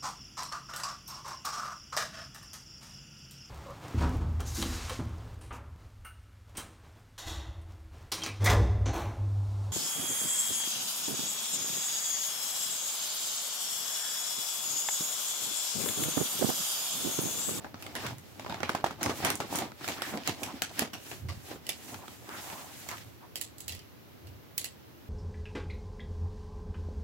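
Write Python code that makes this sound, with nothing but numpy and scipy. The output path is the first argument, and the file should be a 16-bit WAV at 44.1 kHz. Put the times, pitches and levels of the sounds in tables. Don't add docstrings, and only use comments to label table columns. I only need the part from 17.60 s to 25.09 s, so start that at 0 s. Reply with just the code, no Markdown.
import sys
import numpy as np
from scipy import signal
from scipy.fft import rfft, irfft, next_fast_len
from scipy.io import wavfile
from scipy.ndimage import map_coordinates

SR = 44100
rng = np.random.default_rng(int(sys.argv[2]) if len(sys.argv) > 2 else 0)


def to_wav(sig):
    pcm = np.clip(np.atleast_2d(sig), -1, 1) * 32767
    pcm = np.round(pcm).astype(np.int16)
    wavfile.write(sys.argv[1], SR, pcm.T)


N = 330300
TIME = np.arange(N) / SR
HIT = np.arange(16384) / SR

# start_s, crease_db, crackle_db, curl_pitch_hz
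BITES = [(4.0666, -26, -44, 1940), (4.091, -13.5, -32.5, 2344), (4.0946, -22, -37.5, 2320),
         (5.7566, -17.5, -38, 3150), (5.8126, -12, -46, 2020), (5.9826, -27.5, -64, 3050),
         (6.004, -21.5, -70, 3050), (6.0806, -16, -46.5, 3090), (6.0934, -33, -39, 2710),
         (6.122, -30, -42, 3300), (6.1496, -29, -50.5, 3040), (6.1917, -55, -50, 3070),
         (6.6703, -42, -56, 2800), (6.979, -8, -41.5, 3100), (7.0434, -16, -39.5, 2820)]
# frequency_hz, level_db
ROLL_SPECTRUM = [(300, -9), (700, -8), (1600, -22), (1950, -3), (2350, -8.5), (2850, 0), (3400, -6),
                 (4100, -9), (5500, -5.5), (9000, -15.5)]
# frequency_hz, level_db
CRACK_SPECTRUM = [(700, -26.5), (1200, -2), (1800, 3), (2600, 1.5), (4000, -0.5), (5800, -5.5), (7200, -7),
                  (11000, -40)]
# frequency_hz, level_db
HISS_SPECTRUM = [(3500, -31.5), (6000, 0), (7600, 1), (8600, -3), (10500, -2.5), (13000, -2), (16000, -5)]


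def amp(db):
    return 10 ** (np.asarray(db) / 20)


def unit(x):
    return x / np.sqrt(np.mean(x ** 2) + 1e-20)


def unit_attack(x, span_s):
    return x / np.sqrt(np.mean(x[..., HIT < span_s] ** 2) + 1e-20)


def along(points, hz):
    frequencies, values = np.transpose(points)
    return np.interp(np.log(hz + 1), np.log(frequencies + 1), values)


def wobble(knots_per_s):
    knots = rng.standard_normal(int(N * knots_per_s / SR) + 4)
    return map_coordinates(knots, [TIME * knots_per_s])


def filtered(x, response):
    n = x.shape[-1]
    size = next_fast_len(n + 4096, True)
    return irfft(rfft(x, size) * response(np.fft.rfftfreq(size, 1 / SR)), size)[..., :n]


def coloured(x, spectrum):
    n = 2 * len(HIT)
    cepstrum = irfft(np.log(amp(along(spectrum, np.fft.rfftfreq(n, 1 / SR)))))
    cepstrum[1:n // 2] *= 2
    cepstrum[n // 2:] = 0
    return irfft(rfft(x, n) * np.exp(rfft(cepstrum)))[..., :len(HIT)]


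def stereo_noise(size):
    # frequency_hz, correlation
    likeness = [(40, 0.96), (100, 0.44), (220, 1), (400, 0.79), (700, 0.79), (1300, 0.35), (2400, 0.042)]

    def mid_side_gains(hz):
        angle = np.arccos(np.clip(along(likeness, hz), -1, 1)) / 2
        return np.array([np.cos(angle), np.sin(angle)])

    mid, side = filtered(rng.standard_normal((2, size)), mid_side_gains)
    return np.array([mid + side, mid - side])


def panned(x, pan_db):
    return x * amp([[pan_db / 2], [-pan_db / 2]])


def add(track, start_s, sound):
    part = track[:, max(round(start_s * SR), 0):][:, :sound.shape[-1]]
    part += sound[:, :part.shape[-1]]


def strike(decay_s, rise_s):
    return np.exp(-HIT / decay_s) * (1 - np.exp(-HIT / rise_s))


def scatter(build_s):
    # frequency_hz, t60_s
    room_decay = [(200, 0.27), (1000, 0.19), (4000, 0.26), (10000, 0.18), (16000, 0.067)]
    hz, t, bands = signal.stft(stereo_noise(len(HIT)), SR, nperseg=256)
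    lumps = amp(2.5 * rng.standard_normal(len(t)) + 2 * rng.standard_normal((len(hz), 1)))
    decay = amp(-60 * t / along(room_decay, hz)[:, None])
    tail = signal.istft(bands * lumps * decay, SR, nperseg=256)[1][:, :len(HIT)]
    return unit(tail * (1 - np.exp(-HIT / build_s))) / np.sqrt(len(HIT))


def burst(decay_s, rise_s):
    spikes = np.exp(.5 * rng.standard_normal(len(HIT)))
    return unit(stereo_noise(len(HIT)) * spikes * strike(decay_s, rise_s)) / np.sqrt(len(HIT))


def friction(spectrum, slips_per_s, grain_db, flutter_db):
    slips = (rng.random(N) < slips_per_s / SR) * rng.exponential(size=N)
    power = signal.lfilter([1], [1, -np.exp(-1 / (0.0007 * SR))], slips ** 2)
    grain = np.sqrt(1 + amp(grain_db) ** 2 * power / power.mean())
    rub = stereo_noise(N) * grain * amp(flutter_db * wobble(45))
    return unit(filtered(rub, lambda hz: amp(along(spectrum, hz))))


def strokes(contacts, q):
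    out = np.zeros((2, N))
    for peak_s, level_db, pitch_hz, width_s in contacts:
        noise = stereo_noise(len(HIT))
        tone = filtered(noise, lambda hz: 1 / (1 + (q * (hz / pitch_hz - pitch_hz / (hz + 1))) ** 2))
        swell = np.exp(-.5 * ((HIT - HIT.mean()) / width_s) ** 2)
        add(out, peak_s - HIT.mean(), amp(level_db) * unit(tone * swell) * np.sqrt(np.mean(swell ** 2)))
    return out


def hand_speed(peak_s, rise_s, fall_ratio, shape):
    from_peak = np.maximum(peak_s - TIME, (TIME - peak_s) / fall_ratio) / rise_s
    return np.exp(-.5 * np.minimum(from_peak, 10) ** shape)


def noise_floor():
    # frequency_hz, level_db
    noise_spectrum = [(20, -16), (48, -15), (78, 3), (110, 2), (170, -5), (310, -2.5), (450, -9),
                      (1100, -16), (3000, -21), (6000, -26), (8800, -34.5), (12000, -25.5), (16000, -25)]
    bed = filtered(rng.standard_normal((2, N)), lambda hz: amp(along(noise_spectrum, hz)))
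    return amp(-52) * panned(unit(bed), -0.67)


def floor_thuds():
    # peak_s, level_db, pitch_hz, width_s
    thuds = [(.5, -42.5, 111, 0.064), (1.458, -50.5, 98, 0.12), (1.68, -58, 86, 0.028),
             (1.998, -52, 128, 0.056), (2.55, -41, 214, 0.028), (2.944, -39.5, 246, 0.01),
             (3.225, -41.5, 218, 0.027), (3.655, -38, 116, 0.034), (3.715, -39, 96, 0.064),
             (4.345, -46.5, 110, 0.018), (5.457, -51.5, 107, 0.042), (6.13, -46, 86, 0.046),
             (6.708, -46, 85.4, 0.051)]
    boom = strokes(thuds, q=2.2)
    return panned(.5 * (boom + boom.mean(0)), -2.5)


def roll_scrapes():
    # peak_s, level_db, pitch_hz, width_s
    scrapes = [(.46, -41, 1360, 0.028), (1.04, -49, 1210, 0.082), (1.68, -36.5, 1640, 0.036),
               (2.0, -46, 890, 0.027), (2.385, -45, 1180, 0.011), (2.46, -42, 1780, .048),
               (2.54, -43, 1330, 0.012), (2.895, -43, 905, 0.02), (4.44, -49.5, 920, .018),
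               (4.74, -44, 1340, 0.036), (4.94, -47.5, 840, .11), (5.33, -42, 1120, 0.023),
               (5.64, -53, 890, 0.022)]
    return panned(strokes(scrapes, q=1.3), -1.2)


def sheet_slide():
    # peak_s, rise_s, rub_db, sway_db
    shoves = [(.05, 0.035, -53.5, -51), (.28, 0.057, -51, -47), (0.442, 0.056, -39.5, -41.5),
              (.87, 0.097, -49.5, -49), (1.08, 0.11, -53, -48.5), (1.29, .025, -55.5, -47),
              (1.48, .045, -41.5, -34.5), (1.672, 0.043, -34.5, -31), (1.8, 0.073, -46, -46),
              (1.99, 0.057, -40.5, -36.5), (2.32, 0.068, -41, -42.5), (2.54, 0.058, -44.5, -40),
              (2.69, 0.029, -35.5, -39), (2.82, 0.046, -50.5, -46), (2.93, 0.086, -47, -46.5),
              (3.11, 0.057, -55, -52.5), (3.21, 0.023, -34, -39.5), (3.921, 0.032, -47, -45.5),
              (4.1, 0.038, -46.5, -55), (4.37, 0.082, -59, -51.5), (4.73, 0.048, -56, -48),
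              (5.36, 0.062, -49, -55.5)]
    # peak_s, rise_s, hiss_db
    glides = [(.22, .015, -53), (.7, .07, -60.5), (1.59, 0.039, -44), (1.96, 0.039, -40.5),
              (2.29, .05, -47), (2.48, 0.037, -43), (2.83, 0.041, -49.5), (3.16, .025, -49.5),
              (3.5, 0.061, -47), (3.75, .04, -56.5), (3.88, 0.045, -50), (4.29, 0.081, -47.5),
              (4.52, 0.056, -53.5), (4.88, 0.13, -44.5), (5.22, 0.14, -49)]
    # frequency_hz, level_db
    sway_spectrum = [(40, -20), (90, -4.5), (180, -6.5), (300, 1), (450, -9), (800, -4), (1300, -15),
                     (2200, -38), (4000, -45)]
    # frequency_hz, level_db
    rub_spectrum = [(700, -5), (1200, 2.5), (1700, 6), (3000, 5), (5500, 2), (7500, -17.5), (11000, -25)]
    shove, shove_sway, glide = np.zeros((3, N))
    for peak_s, rise_s, rub_db, sway_db in shoves:
        speed = hand_speed(peak_s, rise_s, fall_ratio=1, shape=1.82)
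        shove = np.hypot(shove, amp(rub_db) * speed)
        shove_sway = np.hypot(shove_sway, amp(sway_db) * speed)
    for peak_s, rise_s, hiss_db in glides:
        speed = hand_speed(peak_s, rise_s, fall_ratio=0.99, shape=1.63)
        glide = np.hypot(glide, amp(hiss_db) * speed)
    sway_gain = np.hypot(shove_sway, amp(-10) * glide)
    rub_gain = amp(-4.5) * np.hypot(shove, amp(1.5) * glide)
    hiss_gain = amp(-1) * np.hypot(glide, amp(-9) * shove)
    sway = sway_gain * friction(sway_spectrum, slips_per_s=100, grain_db=-3.5, flutter_db=3.5)
    rub = rub_gain * friction(rub_spectrum, slips_per_s=150, grain_db=-14.5, flutter_db=2)
    hiss = hiss_gain * friction(HISS_SPECTRUM, slips_per_s=400, grain_db=-17, flutter_db=1)
    crinkle = amp(-14) * shove * friction(CRACK_SPECTRUM, slips_per_s=55, grain_db=14, flutter_db=2.5)
    return panned(sway + rub + hiss + crinkle, -1.2)


def sheet_snaps():
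    # start_s, level_db, brightness_db (below 0 a wide, slack fold), rattle_db
    buckles = [(0.0446, -56, -16, -1.5), (0.1428, -55, -13, 1.5), (0.2237, -49.5, 2, 2),
               (0.2645, -48.5, -3, -4), (0.3525, -40, -1, 4.5), (0.4649, -43.5, -1, -1),
               (0.5828, -60, 7.5, -1), (.7954, -49.5, -7.5, 0), (0.8625, -54.5, -16, -8),
               (0.8965, -46.5, -9, 1.5), (0.9232, -50, -12.5, -10), (.943, -47.5, -8, -3),
               (1.0038, -49, -9.5, -5), (1.0311, -39, -8.5, -2), (1.092, -44, 0, 0), (1.4098, -46, -10, 16),
               (1.4299, -36.5, 5, -0.5), (1.4609, -39.5, -8, -11), (1.6482, -32.5, 3, 1),
               (1.6721, -40.5, -7, 1), (1.702, -35.5, 4.5, -3.5), (1.7544, -53.5, 17, -2),
               (1.9503, -45, -11, 2), (1.9563, -44.5, 12, 2), (1.9864, -40.5, 3.5, 1),
               (2.0207, -48.5, -14, 0), (2.118, -57, -10, -13), (2.2098, -56, -11.5, 6),
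               (2.2435, -46.5, -4.5, -6), (2.278, -40, 1, -2.5), (2.2859, -39, -1.5, 2),
               (2.4198, -37.5, -1, -2.5), (2.5733, -44.5, -6.5, -4), (2.675, -34, 3, -4.5),
               (2.694, -39.5, -6.5, -5), (2.8326, -40, 3.5, 3), (3.0198, -33.5, 2.5, -1.5),
               (3.1926, -34.5, 6.5, -4), (3.332, -44.5, -1, 15), (3.514, -47, -5, 1),
               (3.686, -46.5, -4, 11), (4.3432, -49, -4.5, -3), (4.48, -52.5, -3.5, 1),
               (4.6909, -53, -6, -13), (4.9, -51, -6.5, -1), (5.2881, -43, 2, 0.5), (5.3134, -47, -1, 1)]
    # frequency_hz, level_db
    flap_spectrum = [(40, -57), (90, 1), (160, -5.5), (290, 0), (450, -7), (700, -1.5), (1000, -3),
                     (1500, -7), (2100, -11.5), (4000, -64)]
    resonance_hz = np.geomspace(200, 16000, 36)
    out = np.zeros((2, N))
    for start_s, level_db, brightness_db, rattle_db in buckles:
        pan_db = -3 - 3 * rng.normal()
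        rattle = amp(rattle_db) * scatter(build_s=0.0019)
        sharp = panned(burst(decay_s=.0015, rise_s=.0006), pan_db - 1.5) + amp(-1) * rattle
        slow = panned(burst(decay_s=0.003, rise_s=0.00013), pan_db / 2) + amp(-3) * rattle
        ripple_db = 3.2 * rng.standard_normal(len(resonance_hz))
        sharp, slow = coloured(np.array([sharp, slow]), np.column_stack([resonance_hz, ripple_db]))
        flap = amp(level_db - brightness_db) * unit_attack(coloured(slow, flap_spectrum), 0.015)
        crack = amp(level_db + 3) * unit_attack(coloured(sharp, CRACK_SPECTRUM), 0.015)
        tick = amp(level_db + brightness_db) * unit_attack(coloured(sharp, HISS_SPECTRUM), 0.015)
        add(out, start_s, flap + crack + tick)
    return out


def finger_knocks():
    # start_s, tock_db, pitch_hz, crack_db
    knocks = [(1.0937, -10, 1270, -39.5), (1.149, -17, 800, -39), (1.2418, -9, 794, -39),
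              (1.262, -20.5, 745, -41.5), (1.3086, -22.5, 1233, -50.5), (1.495, -22, 382, -41),
              (1.5064, -26, 427, -43), (1.8026, -19.5, 820, -40.5), (2.5381, -25.5, 605, -69),
              (3.2211, -24, 594, -40.5), (3.9148, -33.5, 422, -54.5), (3.9591, -34.5, 450, -57.5)]
    # frequency_hz, level_db
    tube_spectrum = [(60, -6), (250, 6.5), (600, 6), (1300, 3), (2200, -3), (3500, -6.5),
                     (7500, -12.5), (9000, -17.5), (16000, -19.5)]
    left_lag_s = .00014
    out = np.zeros((2, N))
    for start_s, tock_db, pitch_hz, crack_db in knocks:
        tock = amp(tock_db + 2) * np.sin(2 * np.pi * pitch_hz * HIT) * strike(1.06 / pitch_hz, 0.00023)
        bump_hz = 270 * amp(rng.normal())
        bump = amp(crack_db + 10) * np.sin(2 * np.pi * bump_hz * HIT) * strike(0.0053, 0.00061)
        body = tock + bump
        stereo_body = np.array([np.interp(HIT - left_lag_s, HIT, body), body])
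        impact = burst(decay_s=0.0062, rise_s=0.00022) + amp(-2) * scatter(build_s=0.00075)
        crack = amp(crack_db + 6) * unit_attack(coloured(impact, tube_spectrum), 0.029)
        add(out, start_s, panned(stereo_body, -2.5) + panned(crack, -0.75))
    return out


def bite_crumple():
    rise_s = 0.013
    power = np.zeros(N)
    for start_s, _, crackle_db, _ in BITES:
        age = np.maximum(TIME - start_s, 0) / rise_s
        power += (amp(crackle_db - 12.5) * age * np.exp(1 - age)) ** 2
    folds = friction(ROLL_SPECTRUM, slips_per_s=250, grain_db=4, flutter_db=6.5)
    return panned(np.sqrt(power) * folds, -4)


def cat_bites():
    # frequency_hz, level_db
    crease_spectrum = [(600, -26), (2000, -14.5), (4200, -5.5), (5500, -9.5), (6800, -2), (7900, 1),
                       (8400, -12), (9100, -7), (10200, -1), (12000, -4), (16000, -4)]
    # pitch_ratio, level_db, t60_s
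    curl_modes = [(1, -2.5, 0.12), (1.52, 1, 0.084)]
    left_lag_s = 0.00033
    ring_s = np.maximum(HIT - np.array([[left_lag_s], [0]]), 0)
    out = np.zeros((2, N))
    for start_s, crease_db, crackle_db, pitch_hz in BITES:
        direct = panned(burst(decay_s=.0017, rise_s=.0005), -8)
        bite = direct + amp(-.3) * panned(scatter(build_s=.002), -2)
        crease = amp(crease_db - 15.5) * unit_attack(coloured(bite, crease_spectrum), 0.0037)
        crackle = amp(crackle_db - 2.5) * unit_attack(coloured(bite, ROLL_SPECTRUM), 0.015)
        curl = sum(amp(mode_db - 60 * ring_s / t60_s) * np.sin(2 * np.pi * pitch_hz * ratio * ring_s)
                   for ratio, mode_db, t60_s in curl_modes)
        add(out, start_s, crease + crackle + amp(crackle_db - 3) * panned(curl, -1))
    return out


def scene():
    background = noise_floor() + floor_thuds()
    handling = roll_scrapes() + sheet_slide() + sheet_snaps() + finger_knocks()
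    return background + handling + bite_crumple() + cat_bites()


def record(dry):
    low_cut_hz, top_hz = 55, 15850
    return filtered(dry, lambda hz: (hz < top_hz) / np.sqrt(1 + (low_cut_hz / (hz + 1)) ** 4))


dry = scene()
out = record(dry)
to_wav(out)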